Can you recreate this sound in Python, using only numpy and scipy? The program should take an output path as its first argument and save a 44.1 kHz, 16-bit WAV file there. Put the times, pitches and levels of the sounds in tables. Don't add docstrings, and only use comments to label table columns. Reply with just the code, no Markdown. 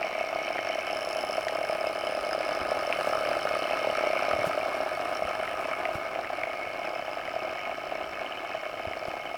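import sys
import numpy as np
from scipy import signal
from scipy.fft import rfft, irfft
from scipy.io import wavfile

SR = 44100
rng = np.random.default_rng(int(sys.argv[2]) if len(sys.argv) > 2 else 0)


def transcribe(u):
    v = np.clip(np.atleast_2d(u).T, -1, 1)
    q = np.round(v * 32767).astype(np.int16)
    wavfile.write(sys.argv[1], SR, q)


N = 413216
TIME = np.arange(N) / SR
STROKE_HZ, FIRST_STROKE_S = 49.976, 0.0075


def from_db(db):
    return 10 ** (np.asarray(db) / 20)


def rms_one(x):
    return x / np.sqrt(np.mean(x ** 2) + 1e-20)


def add(out, s, sound):
    i = int(np.clip(round(s * SR), 0, N - 1))
    out[i:i + len(sound)] += sound[:N - i]


def impulses(times, sizes):
    return np.bincount(np.clip(np.round(times * SR).astype(int), 0, N - 1), sizes, N) + 1e-18


def in_time(rows):
    times, *columns = np.transpose(rows)
    return [np.interp(TIME, times, column) for column in columns]


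def resonate(x, hz, width_hz):
    decay = np.exp(-np.pi * width_hz / SR)
    turn = np.exp(2j * np.pi * np.cumsum(np.broadcast_to(hz, N)) / SR)
    return 2 * np.real(turn * signal.lfilter([1 - decay], [1, -decay], x * turn.conj()))


def band(x, low_hz, high_hz, order=2):
    return signal.sosfilt(signal.butter(order, [low_hz, high_hz], "band", fs=SR, output="sos"), x)


def fade(x, decay_s):
    return signal.lfilter([1], [1, -np.exp(-1 / (decay_s * SR))], x)


def colour(x, points, size=4096):
    hz, db = np.transpose(points)
    grid = np.maximum(np.arange(size // 2 + 1) * SR / size, 1)
    cepstrum = irfft(np.log(from_db(np.interp(np.log(grid), np.log(hz), db))))
    cepstrum[1:size // 2] *= 2
    cepstrum[size // 2 + 1:] = 0
    return signal.oaconvolve(x, irfft(np.exp(rfft(cepstrum))))[:N]


def background(nearness):
    # multiple of the stroke rate, level in dB at average closeness.
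    hum_tones = [(2, -67), (3, -66.5), (25, -47.5), (26, -59), (29, -66.5)]
    # frequency in Hz, relative level in dB.
    hiss_tone = [(20, -9.5), (40, -1.5), (90, -4.5), (200, -6.5), (500, 5), (1500, -23), (4000, -18.5),
                 (7000, -21), (12000, -25.5), (17000, -25)]
    hum = sum(from_db(db) * np.sqrt(2) * np.sin(2 * np.pi * k * STROKE_HZ * TIME) for k, db in hum_tones)
    hiss = from_db(-52) * rms_one(colour(rng.standard_normal(N), hiss_tone))
    rumble = from_db(-62) * rms_one(band(rng.standard_normal(N), 32, 207))
    return hiss + nearness * (hum + rumble)


def workshop(x, echo_s, echo_db):
    t = TIME[:SR // 2]
    tail = band(rng.standard_normal(len(t)), 150, 9600, order=1)
    tail *= from_db(-60 * t / echo_s) * (t > 0.004)
    return x + from_db(echo_db) * signal.oaconvolve(x, tail / np.linalg.norm(tail))[:N]


def microphone_bumps(rustle_db):
    # start in seconds, level in dB, pitch in Hz, rise time in seconds.
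    thuds = [(2.61, -38, 75, 0.0079), (4.329, -42, 85, 0.011), (4.386, -42, 111, 0.0094),
             (4.467, -29, 168, 0.0035), (5.246, -43, 80, 0.0074), (5.954, -28, 115, 0.0022),
             (8.869, -36.5, 89.5, 0.0054), (9.083, -23, 424, 0.00087)]
    # middle in seconds, level in dB, half length in seconds.
    scuffs = [(3.076, -53, 0.03), (4.47, -46.5, 0.014), (5.615, -56, .012), (5.952, -55, .02),
              (9.083, -56, 0.0065)]
    t, out = TIME[:SR // 6], np.zeros(N)
    for s, db, hz, rise_s in thuds:
        rustle = from_db(rustle_db) * rms_one(band(rng.standard_normal(len(t)), 40, 480))
        shape = t / rise_s * np.exp(1 - t / rise_s)
        add(out, s, from_db(db) * shape * (np.sin(2 * np.pi * hz * t) + rustle))
    rubbing = sum(from_db(db) * np.exp(-((TIME - s) / half_s) ** 2 / 2) for s, db, half_s in scuffs)
    return out + rubbing * rms_one(band(rng.standard_normal(N), 2000, 12000, order=1))


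def clicks(ring_s, crack_s):
    # start in seconds, level in dB, pitch in Hz, brightness in dB.
    sharp_clicks = [(.583, -19, 2000, -25), (1.483, -19, 1900, 6.5), (2.926, -13.5, 2480, -20),
                    (3.011, -20, 1250, -22), (5.477, -23, 2064, -23), (5.652, -26, 2160, -20),
                    (5.854, -16, 2240, -29), (6.246, -25, 2000, -22), (6.435, -18, 2200, -29),
                    (6.87, -31, 2070, -20), (7.277, -22.5, 2100, -22), (7.584, -25.5, 2070, -22),
                    (8.934, -24.5, 2250, -22)]
    t, out = TIME[:SR // 40], np.zeros(N)
    for s, db, hz, bright_db in sharp_clicks:
        ring = t / ring_s * np.exp(1 - t / ring_s) * np.sin(2 * np.pi * hz * t)
        noise = rng.standard_normal(len(t)) * np.exp(-t / crack_s)
        crack = band(noise, 710, 2100) + from_db(bright_db) * band(noise, 3100, 4650)
        add(out, s, from_db(db) * (ring + crack))
    return out


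def churning(per_s, spread_db):
    # frequency in Hz, relative level in dB.
    vessel_tone = [(120, -20.5), (230, -6.5), (310, 5.5), (470, -1), (630, 13), (830, 7), (940, -3.5),
                   (1000, 3.5), (1330, 0), (1420, 0), (1700, -1), (1950, -15), (2800, -6), (3400, -17),
                   (6500, -32), (14000, -39.5)]
    sizes = from_db(spread_db * np.minimum(rng.exponential(1, N), 3)) * rng.choice([-1, 1], N)
    happens = rng.random(N) < per_s / SR
    return rms_one(colour(sizes * happens, vessel_tone))


def gulp_rhythm(per_s, full_db, shortfall_db, jitter_s, pitch_spread):
    # time in seconds, peak level in dB.
    strong_gulps = [(0.014, -20), (0.21, -18), (0.359, -19), (0.504, -19), (0.699, -20.5), (0.784, -20.5),
                    (0.931, -20.5), (1.38, -17.5), (1.468, -20.5), (1.697, -17.5), (1.87, -18.5),
                    (2.149, -20.5), (2.405, -19.5), (2.717, -16.5), (2.902, -21), (3.072, -18),
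                    (3.209, -20.5), (3.314, -17.5), (3.453, -16.5), (3.709, -19.5), (3.899, -17.5),
                    (4.037, -16.5), (4.103, -20), (4.283, -17.5), (4.442, -14.5), (4.601, -23.5),
                    (4.804, -18.5), (5.222, -17.5), (5.426, -22), (5.887, -21), (6.189, -22),
                    (6.384, -24.5), (6.904, -24.5), (7.171, -24), (7.363, -19.5), (7.922, -22),
                    (8.216, -25.5), (8.549, -24), (8.853, -23.5)]
    # time in seconds, base level of the weaker gulps in dB, gulp pitch in Hz.
    liquid_curve = [(0, -32.5, 680), (1, -33.5, 648), (1.5, -31.5, 643), (2.6, -32, 616), (4.1, -28, 625),
                    (5, -34, 648), (5.8, -34, 672), (8.199, -38.5, 660), (9.3, -35, 672)]
    strong_s, strong_db = np.transpose(strong_gulps)
    curve_s, base_db, pitch_hz = np.transpose(liquid_curve)
    edges = [0, *np.sort(strong_s), N / SR]
    beats = np.concatenate([np.linspace(start, end, max(round((end - start) * per_s), 1) + 1)[1:-1]
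                            for start, end in zip(edges, edges[1:])])
    late, higher = np.clip(rng.standard_normal((len(beats), 2)), -2, 2).T
    missed = rng.random(len(beats)) < 0.15
    drop_db = shortfall_db * rng.exponential(1, len(beats)) + 9.5 * missed
    beat_db = np.interp(beats, curve_s, base_db) + full_db - drop_db
    times = np.concatenate([strong_s, beats + jitter_s * late])
    detune = np.concatenate([np.zeros(len(strong_s)), pitch_spread * higher])
    pitches = np.interp(times, curve_s, pitch_hz) * np.exp(detune)
    return np.transpose([times, np.concatenate([strong_db, beat_db]), pitches])


def gulps(rhythm, swell_s, ring_s, ring_spread, lead_s):
    # frequency in Hz, relative level in dB.
    splash_tone = [(100, -10), (220, -3), (310, -4.5), (480, -14), (620, -7.5), (820, 12), (940, -30),
                   (1020, 5.5), (1300, -9), (1900, -27), (2800, -1), (3500, -20), (8000, -38), (14000, -62)]
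    t, pockets = TIME[:SR // 30], np.zeros(N)
    for (s, db, hz), longer in zip(rhythm, rng.uniform(-0.15, 1, len(rhythm))):
        decay_s = ring_s * np.exp(ring_spread * longer)
        shape = (1 - np.exp(-(t / swell_s) ** 2)) * np.exp(-(t / decay_s) ** 1.32)
        add(pockets, s - lead_s, from_db(db) * shape / shape.max() * np.sin(2 * np.pi * hz * t))
    bursts = fade(impulses(rhythm[:, 0], from_db(rhythm[:, 1])), 0.0035) * rng.standard_normal(N)
    splash = from_db(-14.5) * np.std(pockets) * rms_one(colour(bursts, splash_tone))
    vessel = from_db(-11.5) * resonate(pockets, hz=629.6, width_hz=36)
    return pockets + vessel + splash


def rattle(notes, force_db, chatter_s, uneven_db, rub, jitter_s=0.0001):
    strokes = np.arange(len(force_db))
    times, out = FIRST_STROKE_S + strokes / (2 * STROKE_HZ), 0
    for hz, width_hz, db, delay_s, return_db, loose in notes:
        late, stronger = rng.standard_normal((2, len(times)))
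        knock_db = force_db + strokes % 2 * return_db + uneven_db * stronger
        knocks = impulses(times + delay_s + jitter_s * late, from_db(knock_db))
        tails = rms_one(fade(fade(knocks, chatter_s), 0.00027))
        chatter = (tails + rub) * rng.standard_normal(N)
        drive = np.sqrt(1 - loose) * rms_one(knocks) + np.sqrt(loose) * rms_one(chatter)
        out = out + from_db(db) * rms_one(resonate(drive, hz, width_hz))
    return out


def drifting_ring_and_whistle():
    # middle and half length in seconds, ring in Hz and dB, whistle in Hz and dB.
    spells = [(1.15, 0.38, 5270, -46.5, 10240, -58.5), (2.37, 0.77, 5110, -48.5, 9500, -59),
              (5.35, 0.36, 5110, -70, 9100, -68), (7.3, 0.65, 5075, -60, 9400, -84)]
    middle_s, half_s, ring_hz, ring_db, whistle_hz, whistle_db = np.transpose(spells)
    swell = np.exp(-np.square((TIME - middle_s[:, None]) / half_s[:, None]))
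    share = (swell + 1e-9) / (swell + 1e-9).sum(axis=0)
    return ring_hz @ share, from_db(ring_db) @ swell, whistle_hz @ share, from_db(whistle_db) @ swell


def valve_squeaks(rest_hz, force_db, lead_s, uneven_db, pitch_spread, jitter_s):
    start_ratio, glide_s, peak_s = 1.174, 0.00073, 0.0012
    t, out = TIME[:SR // 50], np.zeros(N)
    shape = (t / peak_s * np.exp(1 - t / peak_s)) ** 0.53
    glide = np.cumsum(1 + (start_ratio - 1) * np.exp(-t / glide_s)) / SR
    for k, (late, louder, higher, phase) in enumerate(rng.standard_normal((len(force_db) // 2, 4))):
        s = FIRST_STROKE_S + k / STROKE_HZ
        hz = rest_hz[int(s * SR)] * np.exp(pitch_spread * higher)
        chirp = shape * np.sin(2 * np.pi * (hz * glide + phase))
        add(out, s - lead_s + jitter_s * late, from_db(force_db[2 * k] + uneven_db * louder) * chirp)
    return rms_one(band(out, 3000, 8000))


def pump_valve(force_db, valve_db, spit_db):
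    tick_notes = [(3566, 67, -8, 0, 0, 1), (4080, 270, -3.5, 0, -10.5, 0.51),
                  (4485, 23, -7, 0.0019, -33, 0.88), (5160, 980, 0, 0.0029, 0, 0.54)]
    spit_notes = [(7500, 3100, 2.5, 0.00044, -9, 0.51), (9420, 460, -3.5, 0.0014, -12, 1),
                  (10100, 410, -15, 0.005, -12, 0.44)]
    ring_hz, ring_gain, whistle_hz, whistle_gain = drifting_ring_and_whistle()
    ring_note = (ring_hz, 130, 0, 0.0015, -12, 0.4)
    whistle_note = (whistle_hz, 380, 0, 0, -10, 0.9)
    ticks = rattle(tick_notes, force_db, chatter_s=0.0014, uneven_db=1.5, rub=0.23)
    squeaks = valve_squeaks(1.02 * ring_hz, force_db, lead_s=0.0004, uneven_db=3.5,
                            pitch_spread=0.018, jitter_s=0.00018)
    out = from_db(valve_db - 6.5) * band(ticks, 3060, 6050, order=3) + from_db(valve_db - 5.5) * squeaks
    out += ring_gain * rattle([ring_note], force_db, chatter_s=0.00075, uneven_db=3.5, rub=0.1)
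    spit_db = spit_db + 0.5 * (spit_db - spit_db.max())
    spit = rattle(spit_notes, force_db, chatter_s=0.0012, uneven_db=1.3, rub=0.26)
    whistle = rattle([whistle_note], force_db, chatter_s=0.0011, uneven_db=0.5, rub=0.32)
    out += band(from_db(spit_db - 3.5) * spit + whistle_gain * whistle, 7700, 11300, order=4)
    sizzle = rms_one(band(rng.standard_normal(N), 7500, 17000, order=1))
    return out + from_db(spit_db - 5) * sizzle


def pump_body(force_db, near_db, casing_db):
    hollow_notes = [(1263, 100, 0.5, 0.00191, -8, 1)]
    armature_notes = [(1670, 380, 0, 0.002817, -10, 0)]
    metal_ring_notes = [(2169, 26, -6, 0.0023, -9, 1), (2208, 38, -2, 0.00075, -7, 1),
                        (2314, 233, -1.5, 0.001006, -14.5, 0.62)]
    casing_notes = [(2583, 93, -6, 0.0018, 2.5, 0.84), (2800, 1800, -9.5, 0.0015, 5, 1),
                    (3025, 113, -2, .0005, 3, 0.33)]
    # middle in seconds, half length in seconds, rise in dB.
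    ring_swells = [(0.309, 0.82, 6), (4.1, 0.32, 4.5), (6.55, 0.31, 4.5)]
    hollow = rattle(hollow_notes, force_db, chatter_s=0.0018, uneven_db=-0.4, rub=0.21, jitter_s=0.00008)
    knock = rattle(armature_notes, force_db, chatter_s=0.002, uneven_db=-3, rub=0.15, jitter_s=0.00012)
    ring = rattle(metal_ring_notes, force_db, chatter_s=0.0061, uneven_db=4.5, rub=0.87)
    clatter = rattle(casing_notes, force_db, chatter_s=0.00068, uneven_db=3.8, rub=0.062)
    swell_db = sum(db * np.exp(-np.square((TIME - s) / half_s)) for s, half_s, db in ring_swells)
    body = from_db(-45 + 2.14 * near_db) * hollow + from_db(-45.5 + 1.14 * near_db) * knock
    casing = from_db(-45 + 0.73 * near_db + swell_db) * ring + from_db(casing_db - 1.9) * clatter
    return band(body, 946, 1810) + band(casing, 1710, 3020, order=4)


def scene():
    # time in seconds, relative level in dB.
    closeness = [(0.1, -42.5), (1.2, -41), (2.2, -39.5), (3.0, -36.5), (3.9, -37), (4.8, -37.5), (5.7, -39),
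                 (6.5, -42), (8, -42), (9.2, -43.5)]
    # time in seconds, then base levels of casing, valve and spit in dB.
    treble_levels = [(0.1, -43.6, -48.5, -60), (0.7, -41, -49.5, -60), (1.2, -39, -50.5, -57),
                     (1.7, -42, -52, -57.5), (2.4, -42.5, -48.5, -61), (3.0, -43, -47, -55),
                     (3.7, -39.5, -45, -56.5), (4.3, -44, -45.5, -56.5), (4.9, -49.5, -49.5, -58),
                     (5.5, -41.5, -51.5, -58.5), (6.1, -51.5, -53.5, -62.5), (6.9, -44.5, -54.5, -64),
                     (7.7, -44.5, -54, -68.5), (8.5, -43.5, -54.5, -67), (9.2, -47, -54.5, -65)]
    close_db, = in_time(closeness)
    casing_db, valve_db, spit_db = in_time(treble_levels)
    near_db = 0.79 * (close_db - close_db.mean())
    force_db = 1.73 * np.clip(rng.standard_normal(int(2 * STROKE_HZ * N / SR)), -2, 2)
    pump = pump_body(force_db, near_db, casing_db) + pump_valve(force_db, valve_db, spit_db)
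    rhythm = gulp_rhythm(per_s=35.2, full_db=11.5, shortfall_db=3.5, jitter_s=0.002095,
                         pitch_spread=0.022)
    liquid = from_db(0.2) * gulps(rhythm, swell_s=0.0013, ring_s=0.0051, ring_spread=0.18, lead_s=0.00067)
    liquid += from_db(-37 + near_db) * churning(per_s=800, spread_db=5.5)
    bench = pump + liquid + clicks(ring_s=0.00051, crack_s=0.002)
    room = background(from_db(near_db)) + workshop(bench, echo_s=0.19, echo_db=-16.5)
    return (room + microphone_bumps(rustle_db=-4))[None]


def record(dry):
    return signal.sosfilt(signal.ellip(12, 0.1, 80, 17200, fs=SR, output="sos"), dry)


dry = scene()
out = record(dry)
transcribe(out)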